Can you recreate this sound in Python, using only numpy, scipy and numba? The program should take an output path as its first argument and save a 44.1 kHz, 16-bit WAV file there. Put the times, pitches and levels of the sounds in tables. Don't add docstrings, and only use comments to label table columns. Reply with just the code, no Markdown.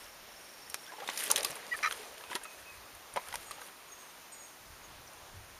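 import sys
import numpy as np
from scipy import signal
from scipy.fft import rfft, irfft
from scipy.io import wavfile
from scipy.ndimage import uniform_filter1d
from numba import njit

SR = 44100
rng = np.random.default_rng(int(sys.argv[2]) if len(sys.argv) > 2 else 0)


def gain_from_db(level_db):
    decades = np.asarray(level_db, float) / 20
    return 10 ** decades


def to_wav(s):
    ch = np.atleast_2d(s).T
    pcm = np.round(np.clip(ch, -1, 1) * 32767)
    wavfile.write(sys.argv[1], SR, pcm.astype(np.int16))


N = 246498
T = np.arange(N) / SR


def unit(x):
    return x / np.sqrt(np.mean(x ** 2, axis=-1, keepdims=True))


def peak(x):
    return x / np.abs(x).max(axis=-1, keepdims=True)


def band(x, lo_hz, hi_hz, order=2):
    sos = signal.butter(order, [lo_hz, min(hi_hz, .45 * SR)], "band", fs=SR, output="sos")
    return signal.sosfilt(sos, x)


def ring(x, hz, t60):
    pole = np.exp((2j * np.pi * hz - np.log(1000) / t60) / SR)
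    return signal.lfilter([1], [1, -pole], x).imag


def add(out, s, sound):
    i = max(int(s * SR), 0)
    out[i:i + len(sound)] += sound[:N - i]


def walk(rate):
    hold = int(SR / rate)
    steps = np.repeat(rng.standard_normal(N // 50), hold)[:N]
    return 1.3 * uniform_filter1d(uniform_filter1d(steps, hold), hold)


@njit
def grains(gap, hz, size, cycles, glide):
    out, at = np.zeros(N + 4000), 0.
    for k in range(len(gap)):
        at += gap[k]
        if at >= N:
            break
        phase, level, fade = 0., size[k], np.exp(-hz[k] / SR / cycles)
        for i in range(min(int(5 * cycles * SR / hz[k]), 4000)):
            phase += 2 * np.pi * hz[k] / SR * (1 + glide * i * hz[k] / SR / cycles)
            level *= fade
            out[int(at) + i] += level * np.sin(phase)
    return out[:N]


def drops(rate, lo_hz, hi_hz, cycles, scatter_db, glide):
    wait, pitch, size = rng.random((40000, 3)).T
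    gap = -np.log(wait) * SR / rate
    hz = lo_hz * (hi_hz / lo_hz) ** pitch
    return unit(grains(gap, hz, gain_from_db(-scatter_db * np.log(size)), cycles, glide))


def collapse(table, ms):
    out, t = np.zeros(N), T[:2600] * 1000
    rise_ms = .8 * ms
    burst = np.exp(-(np.maximum(t - rise_ms, 0) / (1.2 * ms)) ** 1.4)
    wash = gain_from_db(-14) * np.exp(-t / (4.0 * ms))
    fade = np.minimum(t / rise_ms, 1) ** 2 * (burst + wash)
    for (s, db, spray_db, hz), noise in zip(table, rng.standard_normal((len(table), 2, len(t)))):
        noise = noise * np.abs(noise) ** 0.513
        rush = peak(band(noise[0] * fade, .4 * hz, 2.2 * hz))
        body = rush + .55 * peak(ring(noise[0] * fade, hz, 12.0 / hz))
        spray = band(band(noise[1] * fade, 8100, 11000, order=1), 7000, 12500)
        add(out, s, gain_from_db(db) * (peak(body) + gain_from_db(spray_db) * peak(spray)))
    return out


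def air_pockets(table, cycles):
    out, t = np.zeros(N), T[:3500]
    for (s, db, hz), noise in zip(table, rng.standard_normal((len(table), len(t)))):
        fade = (1 - np.exp(-t / 0.00147)) * np.exp(-(t * np.sqrt(hz * 1000) / cycles) ** 1.125)
        tone = np.sin(2 * np.pi * hz * t * (0.987 + 2.2 * t))
        rush = unit(band(noise, 0.422 * hz, 2.4 * hz))
        add(out, s, gain_from_db(db) * peak(fade * (tone + 0.438 * rush)))
    return out


def sing(rows, wobble_hz, warble_hz=0.):
    s, hz, db = rows
    at = slice(int(s[0] * SR), int(s[-1] * SR))
    t = T[at]
    edge = np.clip(np.minimum(t - s[0], s[-1] - t) / .004, 0, 1)
    wobble = wobble_hz * unit(uniform_filter1d(rng.standard_normal(N // 8), 60))[:len(t)]
    bend = (warble_hz + 0 * T)[at]
    phase = 2 * np.pi * np.cumsum(np.interp(t, s, hz) + wobble + bend) / SR
    out = np.zeros(N)
    add(out, s[0], np.sqrt(2) * edge * gain_from_db(np.interp(t, s, db)) * np.sin(phase))
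    return out


def glides(table, wobble_hz, ends_db):
    out = np.zeros(N)
    for s, length, from_hz, to_hz, db in table:
        level = db + np.array([ends_db, 0, ends_db])
        out += sing((s + length * np.array([0, .5, 1]), np.linspace(from_hz, to_hz, 3), level), wobble_hz)
    return out


def leaves():
    # frequency in Hz, level in dB per Hz.
    trees = [(82, -29), (140, -8), (295, -5), (331, -3.5), (510, -2), (620, 0), (785, -0.5), (1010, 0.5),
             (4850, -9), (6500, -8.5), (7910, -15), (9070, -11), (15100, -14)]
    f = np.fft.rfftfreq(N, 1 / SR) + 1
    hz, db = np.transpose(trees)
    spectrum = rfft(rng.standard_normal(N)) * gain_from_db(np.interp(np.log(f), np.log(hz), db))
    swell = walk(0.97)
    hiss = np.zeros(N)
    for centre_hz in 70 * 2 ** np.arange(0, 8.1, .5):
        window = np.cos(np.pi / 2 * np.clip(2 * np.log2(f / centre_hz), -1, 1)) ** 2
        hiss += gain_from_db(0.285 * swell + 0.975 * walk(9)) * irfft(spectrum * window, N)
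    return gain_from_db(-53) * unit(hiss)


def gusts():
    # peak time in seconds, level in dB, time to swell or sink by 10 dB in seconds.
    puffs = [(.06, -66, 0.07), (.23, -67.5, 0.36), (.39, -65.5, 0.01), (.69, -70.5, 0.13),
             (1.45, -70.5, .2), (1.81, -66, 0.2), (1.94, -72, 0.15), (2.15, -67, .08), (2.29, -68, 0.04),
             (2.43, -69, 0.04), (2.62, -65.5, 0.1), (2.79, -60.5, .07), (2.95, -65, 0.06),
             (3.15, -58, 0.02), (3.36, -58, .1), (3.52, -59.5, 0.05), (4.64, -61.5, 0.05), (4.72, -59, 0.1),
             (4.97, -59.5, 0.18), (5.03, -63, 0.02), (5.24, -62.5, 0.1), (5.37, -53, 0.08),
             (5.47, -63.5, 0.44), (5.56, -62, 0.42)]
    calm_db = -77
    levels_db = [np.maximum(db - 10 * np.abs(T - s) / swell_s, calm_db) for s, db, swell_s in puffs]
    buffet = unit(band(rng.standard_normal(N), 26, 105))
    return gain_from_db(np.max(levels_db, axis=0)) * gain_from_db(1.5 * walk(18)) * buffet


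def churn():
    # time in seconds, effort in dB, share out of the water from 0 to 1.
    struggle = [(0, -51, 0.49), (.15, -62.5, 0.59), (0.82, -58, 0.61), (0.96, -54.5, 0.25),
                (1.07, -47, 0.33), (1.10, -41.5, 0.53), (1.15, -44, 0.77), (1.2, -40, 0.88),
                (1.28, -41.5, 0.74), (1.32, -39.5, 0.39), (1.345, -45, 0.17), (1.385, -38, 0.23),
                (1.42, -41.5, 0.13), (1.455, -41, 0.48), (1.57, -46, 0.28), (1.7, -48.5, 0.22),
                (1.78, -47, 0.54), (1.82, -47, 0.4), (1.92, -45.5, 0.62), (2.04, -49, 0.33),
                (2.28, -54.5, 0.43), (2.325, -45.5, 0.31), (2.4, -56.5, 0.48), (3.0, -65, 0.33),
                (3.37, -50, 0.53), (3.52, -56, 0.53), (3.66, -52, 0.63), (3.75, -68, 0.03)]
    s, effort_db, exposed = np.transpose(struggle)
    fizz_db = np.interp(T, s, effort_db, -90, -90)
    exposed = np.clip(np.interp(T, s, exposed), 0, 1)
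    gurgle_db = fizz_db + 1 - 15.5 * exposed
    spray_db = fizz_db - 11 + 13 * exposed
    surge = walk(23.215)
    gurgle = gain_from_db(gurgle_db - 3 + 2.0 * walk(30)) * drops(1400, 400, 1350, 3.6, 1.9, .04)
    fizz = gain_from_db(fizz_db - 3.5 + 1.44 * surge + 0.34 * walk(41.08)) * drops(5500, 1550, 7580, 1.6, 2.6, 0.054)
    spray = gain_from_db(spray_db - 3 + 2.0 * surge + 1.8 * walk(45)) * drops(6000, 8200, 12500, 2.8, 2.6, 0.)
    return gurgle + fizz + spray


def trill():
    # time in seconds, level in dB.
    loudness = [(0, -58), (.08, -59), (.13, -63), (.25, -63), (.37, -54.5), (.42, -57), (.5, -56.5),
                (.6, -56), (.68, -53), (.83, -53), (.96, -61)]
    note = np.arange(24)
    vary = rng.standard_normal((24, 4)).T
    starts = -.009 + (.0402 + .00008 * note) * note
    levels_db = np.interp(starts, *np.transpose(loudness)) + vary[0]
    bends_hz = 35 * vary[1]
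    ups_db = 2 * vary[2] - 1 - 6 * starts
    dips_db = -4 * np.abs(vary[3])
    out = np.zeros(N)
    for s, db, bend, up, dip in zip(np.maximum(starts, 0), levels_db, bends_hz, ups_db, dips_db):
        times = s + np.array([0, .006, .012, .017, .022, .030])
        arch_hz = bend + np.array([4880, 5250, 5610, 5630, 5440, 5520])
        out += sing((times, arch_hz, db + np.array([up - 3, up, 0, dip, -3, -7])), 90)
    return out


def chips():
    # start in seconds, length in seconds, first Hz, last Hz, level in dB.
    calls = [
        (3.879, 0.076, 8900, 8400, -63),
        (3.626, 0.03, 6200, 5700, -59.5),
        (4.833, 0.04, 6700, 6350, -57),
        (5.070, 0.017, 6250, 4850, -53.5),
        (5.186, .014, 6400, 7000, -61),
        (.924, 0.0128, 7600, 7300, -58),
    ]
    along = np.array([0, 1 / 3, 1])
    out = np.zeros(N)
    for s, length, from_hz, to_hz, db in calls:
        hz = from_hz + (to_hz - from_hz) * along
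        out += sing((s + length * along, hz, db + np.array([-5, 0, -5])), 130)
    return out


def whistles():
    # start in seconds, length in seconds, pitch in Hz, level in dB.
    calls = [
        (2.228, 0.062, 2549, -59),
        (2.436, 0.062, 2550, -55.5),
        (2.656, 0.064, 2560, -52.5),
        (2.868, .03, 2560, -65),
    ]
    along = np.array([0, 1 / 3, 1])
    out = np.zeros(N)
    for s, length, hz, db in calls:
        hook_hz = hz - 110 * np.array([0, 0, .1, 1])
        out += sing((s + length * np.array([0, .4, .8, 1]), hook_hz, db + np.array([-4, 0, 0, -2])), 12)
        echo = sing((s + length + .13 * along, hz - 15 + 0 * along, db - 5.5 - 15 * along), 25)
        out += gain_from_db(2 * walk(60)) * echo
    return out


def buzzes():
    # start in seconds, length in seconds, top Hz, level in dB,
    # upper voice in dB re the lower, clear part in seconds.
    calls = [
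        (2.428, 0.226, 6620, -66, -5, .05),
        (3.459, 0.11, 6883, -59, 2, .06),
        (3.611, 0.0214, 6750, -57, -15, .02),
        (3.88, 0.016, 6880, -57, -20, .02),
        (3.896, .02, 6500, -59, -20, 0),
        (3.917, 0.0326, 6620, -53, -20, .03),
        (3.95, 0.17, 6600, -59.5, -4, -.03),
        (4.318, 0.221, 6930, -56.5, -2, .07),
    ]
    along = np.array([0, 1 / 3, 1])
    wander = gain_from_db(2 * walk(45))
    turn = np.cumsum(88 + 12 * walk(20)) / SR
    out = np.zeros(N)
    for s, length, top_hz, level_db, upper_db, clear_s in calls:
        depth = np.clip((T - s - clear_s) / 0.078, .05, 1)
        warble_hz = 330 * depth * signal.sawtooth(2 * np.pi * turn, .7)
        throb = 1 - .45 * depth * np.cos(2 * np.pi * (turn + .1))
        times = s + length * along
        hz = top_hz - 2900 * max(length, .1) * along ** 1.5
        db = level_db + np.array([-0.5, 0, -8])
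        lower = sing((times, hz, db), 50, warble_hz)
        upper = sing((times, .3 * hz + 6400, db + upper_db - 5 * along), 110)
        out += wander * throb * (lower + gain_from_db(2 * walk(60)) * throb * upper)
    return out


def birds():
    out = trill() + chips() + whistles() + buzzes()
    echo = unit(rng.standard_normal(9000) * np.exp(-T[:9000] / 0.064)) / np.sqrt(9000)
    return out + gain_from_db(-10) * signal.fftconvolve(out, echo)[:N]


def clicks():
    # start in seconds, peak in dB, bright part in dB re peak, ring in Hz.
    hits = [(0.6979, -35.5, 2.5, 5650), (0.7433, -31, 0, 4800), (1.765, -47.5, 9.5, 4000),
            (1.7715, -51, 9, 4000), (2.016, -49.5, 6, 4000), (1.7893, -39.5, -19, 1790),
            (1.9093, -25, -17.5, 1510), (1.9238, -29, 0, 1560), (2.0308, -44, -23, 1950),
            (2.1786, -37.5, -15.5, 3220), (2.2083, -37.5, -18, 1640), (2.237, -33, -15, 1400),
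            (2.11, -44, -15, 800), (2.4347, -45.5, 10, 2590), (2.4434, -42, 4.5, 2570),
            (2.9488, -44, 3.5, 1630), (3.137, -45, 9, 1500), (3.1614, -24.5, -12, 1514),
            (3.166, -29.5, -9.5, 1300), (3.2717, -42.5, -6, 1530), (3.2844, -37, 3, 1640),
            (3.3248, -31, -11, 2000), (3.34, -30.5, -1.5, 1480), (3.3454, -29, -17, 2600),
            (3.3542, -29.5, 0, 1620), (3.5088, -42, 7.5, 2670), (3.5142, -32.5, -8, 4680),
            (3.5763, -43, -15, 1780), (3.6148, -37, -4.5, 1634), (3.684, -41, -22, 1500),
            (5.1324, -52, 8, 3040)]
    return collapse(hits, ms=1.9)


def cracks():
    # start in seconds, peak in dB, frequency in Hz, length in cycles.
    hits = [(.7435, -17.5, 5500, .7), (.7436, -20, 9300, 2), (.7437, -31, 2300, 4), (.7438, -28, 1300, 1.5),
            (.7437, -27, 14000, 2), (3.1609, -26, 2000, .6), (1.3149, -14, 12500, 3),
            (2.3535, -22, 5000, 1.6), (1.0895, -17, 1800, .6), (1.7905, -33, 2500, .7),
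            (1.8335, -24, 2500, .8), (1.1752, -21, 6500, 1.5), (1.238, -26, 2500, .8),
            (1.2055, -29, 3000, 1), (1.3112, -16, 5000, 1.2), (1.3148, -5, 9300, 3.0),
            (1.3150, -11, 6300, 2.5), (1.3608, -19, 4500, 1.6), (1.9108, -28, 2000, 1.1),
            (2.3310, -27, 2000, .8), (2.3532, -20, 3000, .6), (3.1726, -21, 1500, .6),
            (3.3566, -23, 4500, .8)]
    out, t = np.zeros(N), T[:200]
    for s, db, hz, cycles in hits:
        pulse = np.sin(2 * np.pi * hz * t) * t * np.exp(-2.5 * t * hz / cycles)
        add(out, s, -gain_from_db(db) * peak(pulse))
    return out


def plops():
    # start in seconds, peak in dB, pitch in Hz.
    pockets = [(0.876, -43.5, 1524), (1.142, -42, 900), (0.919, -38.5, 1003), (0.934, -39.5, 838),
               (0.983, -39, 827), (2.122, -45, 1250), (1.02, -36, 784), (1.087, -30, 1083),
               (1.127, -43, 833), (1.297, -36, 585), (1.301, -27, 1361), (1.305, -27.5, 1145),
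               (1.317, -32, 860.5), (1.338, -37.5, 588), (1.377, -39.5, 582), (1.398, -36.5, 575.4),
               (1.448, -29, 1139), (1.492, -41.5, 560), (.864, -41, 3435), (1.802, -43.5, 667),
               (1.908, -40.5, 1352), (1.993, -43, 404.7), (2.053, -46.5, 687), (2.122, -47, 560),
               (2.03, -46, 580), (2.3, -39, 1463), (2.315, -33.5, 986.6), (2.357, -33, 948),
               (2.413, -44, 1580), (2.452, -37, 1273)]
    return air_pockets(pockets, cycles=7.35)


def bubbles():
    # start in seconds, length in seconds, first Hz, last Hz, level in dB.
    rising = [
        (1.4575, .009, 3099.5, 4900, -38.5),
        (.889, .022, 1600, 1670, -49),
        (.943, .028, 820, 1150, -54),
        (.91, .025, 520, 680, -55),
        (1.0, .03, 440, 560, -49),
        (1.024, .022, 1050, 1500, -50),
        (1.03, .02, 750, 950, -48),
        (1.428, .02, 700, 900, -46),
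        (1.562, .016, 1100, 900, -49),
    ]
    return glides(rising, wobble_hz=40, ends_db=-2.5)


def slaps():
    # start in seconds, peak in dB, spray in dB re peak, cavity in Hz.
    strokes = [(1.0008, -31, -25.5, 1900), (1.0755, -27.5, -31, 3950), (1.0877, -23, -29, 1730),
               (1.097, -25, -25, 3870), (1.129, -35, -12.5, 4870), (1.174, -24, -4.5, 6600),
               (1.188, -31, -3, 5000), (1.1964, -29, 1, 6560), (1.2042, -30.5, -1, 3110),
               (1.2351, -30.5, 5, 2900), (1.2594, -27.5, -10, 3270), (1.2764, -31, 0.5, 3200),
               (1.3008, -17.5, -13.5, 6650), (1.3103, -18.5, 1, 6580), (1.3575, -16.5, -2, 4120),
               (1.3634, -21, -9.5, 6600), (1.3762, -25, -2.5, 2270), (1.379, -21.5, -3, 2490),
               (1.3976, -41, 10, 1470), (1.4296, -25.5, 0, 3720), (1.4434, -25, -9.5, 6900),
               (1.4457, -17.5, -7, 5000), (1.498, -31.5, -12.5, 4500), (1.505, -33.5, 3, 2900),
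               (1.5537, -35, 2.5, 1570), (1.5637, -36, -9, 2140), (2.3068, -35.5, -9.5, 3520),
               (2.3106, -33.5, -8, 1530), (2.3283, -28.5, -14, 1840), (2.351, -21.5, -4.5, 3380),
               (2.3561, -26.5, -2, 1835), (2.3595, -33, -1.5, 3500), (2.345, -37, -2.5, 5000)]
    return gain_from_db(-2.5) * collapse(strokes, ms=2.944)


def droplets():
    # peak time in seconds, peak in dB, frequency in Hz.
    landings = [(1.0768, -29.5, 3500), (1.0981, -30, 3700), (1.1347, -35.5, 9900), (1.1757, -25.5, 6330),
                (1.1791, -32, 8900), (1.2058, -28.5, 8900), (1.2175, -34, 8900), (1.2392, -24, 10500),
                (1.2716, -32, 3300), (1.2781, -31, 10200), (1.2885, -34, 9800), (1.303, -18, 6400),
                (1.3114, -18, 3980), (1.3402, -35.5, 6200), (1.361, -16, 6150), (1.3615, -17, 3960),
                (1.3659, -20, 9700), (1.377, -24.5, 4080), (1.3775, -23, 2190), (1.4094, -36.5, 3400),
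                (1.431, -25.5, 9200), (1.4484, -18.5, 5070), (1.45, -20, 9000), (1.4815, -37, 3700),
                (1.5068, -28.5, 9700), (1.5168, -33.5, 5700), (1.5552, -32, 9600), (1.5637, -36.5, 9300),
                (1.5793, -43.5, 3900), (1.7732, -34, 9600), (1.7906, -38.5, 3200), (1.8846, -37, 3000),
                (1.9065, -33.5, 9300), (1.9142, -35.5, 6200), (1.9231, -30, 6230), (1.9265, -29.5, 3300),
                (1.9762, -38.5, 2800), (1.98, -39.5, 9300), (2.0317, -38.5, 4010), (2.143, -39, 9470),
                (3.1335, -43, 9100), (3.2865, -32.5, 9000), (3.3066, -41.5, 3100), (3.3093, -41.5, 4700),
                (3.3422, -34.5, 9000), (3.3572, -30.5, 5670), (3.5104, -35, 9160), (3.5152, -37, 4320),
                (3.5288, -43, 2900), (3.6135, -41.5, 8800)]
    out, t = np.zeros(N), T[:300] - T[150]
    for (s, db, hz), noise in zip(landings, rng.standard_normal((len(landings), len(t)))):
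        tone = np.sin(2 * np.pi * hz * t) + 0.62 * unit(band(noise, .5 * hz, 1.77 * hz))
        swell = np.exp(-np.abs(t * np.sqrt(hz * 5000) / 3.2) ** 1.38)
        add(out, s + t[0], gain_from_db(db) * peak(tone * swell))
    return out


def gulps():
    # start in seconds, peak in dB, pitch in Hz.
    pockets = [(1.296, -41, 500), (1.353, -36.5, 433.6), (1.498, -50, 149.3), (1.515, -53, 145),
               (1.3, -53, 150), (1.36, -51, 185), (1.6, -57, 135), (1.68, -55, 210), (1.322, -42, 480),
               (1.415, -43, 480), (1.443, -42, 440), (1.462, -43, 560), (1.92, -42, 426.5),
               (2.304, -43.5, 308.4), (2.35, -36.5, 365.5), (3.164, -42, 520)]
    return air_pockets(pockets, cycles=4.5)


def squeal():
    # time in seconds, second partial in Hz, level in dB.
    course = [
        (1.710, 1930, -55),
        (1.718, 1925, -37.5),
        (1.728, 1960, -33.5),
        (1.733, 1910, -33.5),
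        (1.737, 1910, -39),
    ]
    # multiple of the fundamental, level in dB.
    partials = [(1, -21), (2, 1.5), (3, -19), (4, -32), (5, -21.5)]
    s, hz, db = np.transpose(course)
    phase = np.pi * np.cumsum(np.interp(T, s, hz)) / SR
    tone = sum(gain_from_db(partial_db) * np.sin(k * phase) for k, partial_db in partials)
    return np.sqrt(2) * gain_from_db(np.interp(T, s, db, -120, -120)) * tone


def slips():
    # start in seconds, peak in dB, favoured mode in Hz, length in ms.
    creaks = [(1.7368, -33.5, 1870, 7.3), (1.745, -35.5, 1780, 8.3), (1.8267, -21, 2140, 9.66),
              (1.8319, -22.5, 2260, 2.15), (1.836, -23, 1740, 6.8), (1.8411, -22, 1930, 11.6),
              (1.843, -24, 2250, 9.3), (1.8556, -21.5, 2245, 11.6), (1.8595, -28.5, 1780, 8.2),
              (1.870, -22, 1490, 7.6), (1.8743, -29, 1930, 7.1)]
    # frequency in Hz, level in dB.
    modes = [(1240, 1), (1490, -4), (1780, -4), (1930, -8), (2150, -6.5), (2360, -12), (3050, -16.5),
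             (4000, -7), (4800, -10.5), (5600, -9)]
    out, t = np.zeros(N), T[:2200]
    for (s, db, favoured_hz, ms), noise in zip(creaks, rng.standard_normal((len(creaks), len(t)))):
        chatter = noise * np.sin(np.pi * np.minimum(t * 1000 / ms, 1))
        frame = np.zeros(len(t))
        for hz, mode_db in modes:
            boost_db = 8 / (1 + ((hz - favoured_hz) / 150) ** 2)
            t60_s = .027 * min(1, 2400 / hz)
            frame += gain_from_db(mode_db + boost_db) * peak(ring(chatter, hz, t60_s))
        add(out, s, gain_from_db(db) * peak(frame))
    return out


def groans():
    # start in seconds, length in seconds, first Hz, last Hz, level in dB.
    locked = [(1.736, 0.0086, 1900, 1860, -38.5), (1.742, 0.0179, 1800, 1777, -39),
              (1.730, 0.019, 2360, 2397, -44.5), (1.737, 0.0182, 1251, 1277, -43),
              (1.829, 0.0261, 2390, 2330, -34.5), (1.835, 0.02026, 1255, 1215, -31.5),
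              (1.856, .012, 1270, 1265, -29.5), (1.870, .013, 1310, 1240, -30.5),
              (1.843, 0.0138, 1530, 1500, -34.5), (1.856, 0.0108, 2000, 1880, -35.5),
              (1.855, 0.0208, 3900, 4000, -43.5), (1.829, 0.0162, 4100, 3980, -47),
              (1.765, 0.0304, 4670, 4700, -57.5)]
    return glides(locked, wobble_hz=30, ends_db=-3)


def thumps():
    # start in seconds, peak in dB, pitch in Hz.
    blows = [(3.1603, -27, 866), (3.1665, -33, 600), (3.1722, -27, 605), (3.288, -41, 1400),
             (3.268, -44, 1250), (3.582, -43, 800), (3.696, -44, 1400), (3.483, -45, 1300),
             (3.172, -23.5, 978.4), (3.247, -46, 1290), (3.3252, -35, 1450), (3.339, -30.5, 939),
             (3.344, -37, 854), (3.5095, -33.5, 1184), (3.555, -44.5, 1217), (3.591, -41.5, 1343),
             (3.616, -40, 1496), (3.621, -41, 1223)]
    return air_pockets(blows, cycles=3.8)


def scene():
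    near = clicks() + cracks() + plops() + slaps() + thumps()
    near += band(squeal() + slips(), 1368, 12700, order=3)
    tail = band(rng.standard_normal(6000), 300, 6000, order=1) * np.exp(-T[:6000] / .014)
    reflected = gain_from_db(-13) * signal.fftconvolve(near, unit(tail) / np.sqrt(6000))[:N]
    water = band(near + reflected + churn(), 229.7, 20500, order=3)
    mono = leaves() + gusts() + birds() + water
    mono += bubbles() + droplets() + gulps() + groans()
    return np.array([mono, mono])


def low_pass(x):
    return signal.sosfilt(signal.butter(12, 16470, fs=SR, output="sos"), x)


def record(dry):
    f = np.fft.rfftfreq(N, 1 / SR)
    top_db = -45 * np.clip((f - 15150) / 900, 0, 1)
    colour = gain_from_db(top_db - 1.26 * np.exp(-((f - 7500) / 500) ** 2))
    hz, s, frames = signal.stft(irfft(rfft(dry) * colour, N), SR, nperseg=1024)
    at = np.minimum(s * SR, N - 1).astype(int)
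    centre_hz = 7900 + 70 * walk(14)[at]
    width_hz = 150 * gain_from_db(2.5 * walk(20)[at])
    gap_db = -34 * np.exp(-((hz[:, None] - centre_hz) / width_hz) ** 2)
    split = signal.istft(frames * gain_from_db(gap_db), SR, nperseg=1024)[1][:, :N]
    return low_pass(split)


dry = scene()
out = record(dry)
to_wav(out)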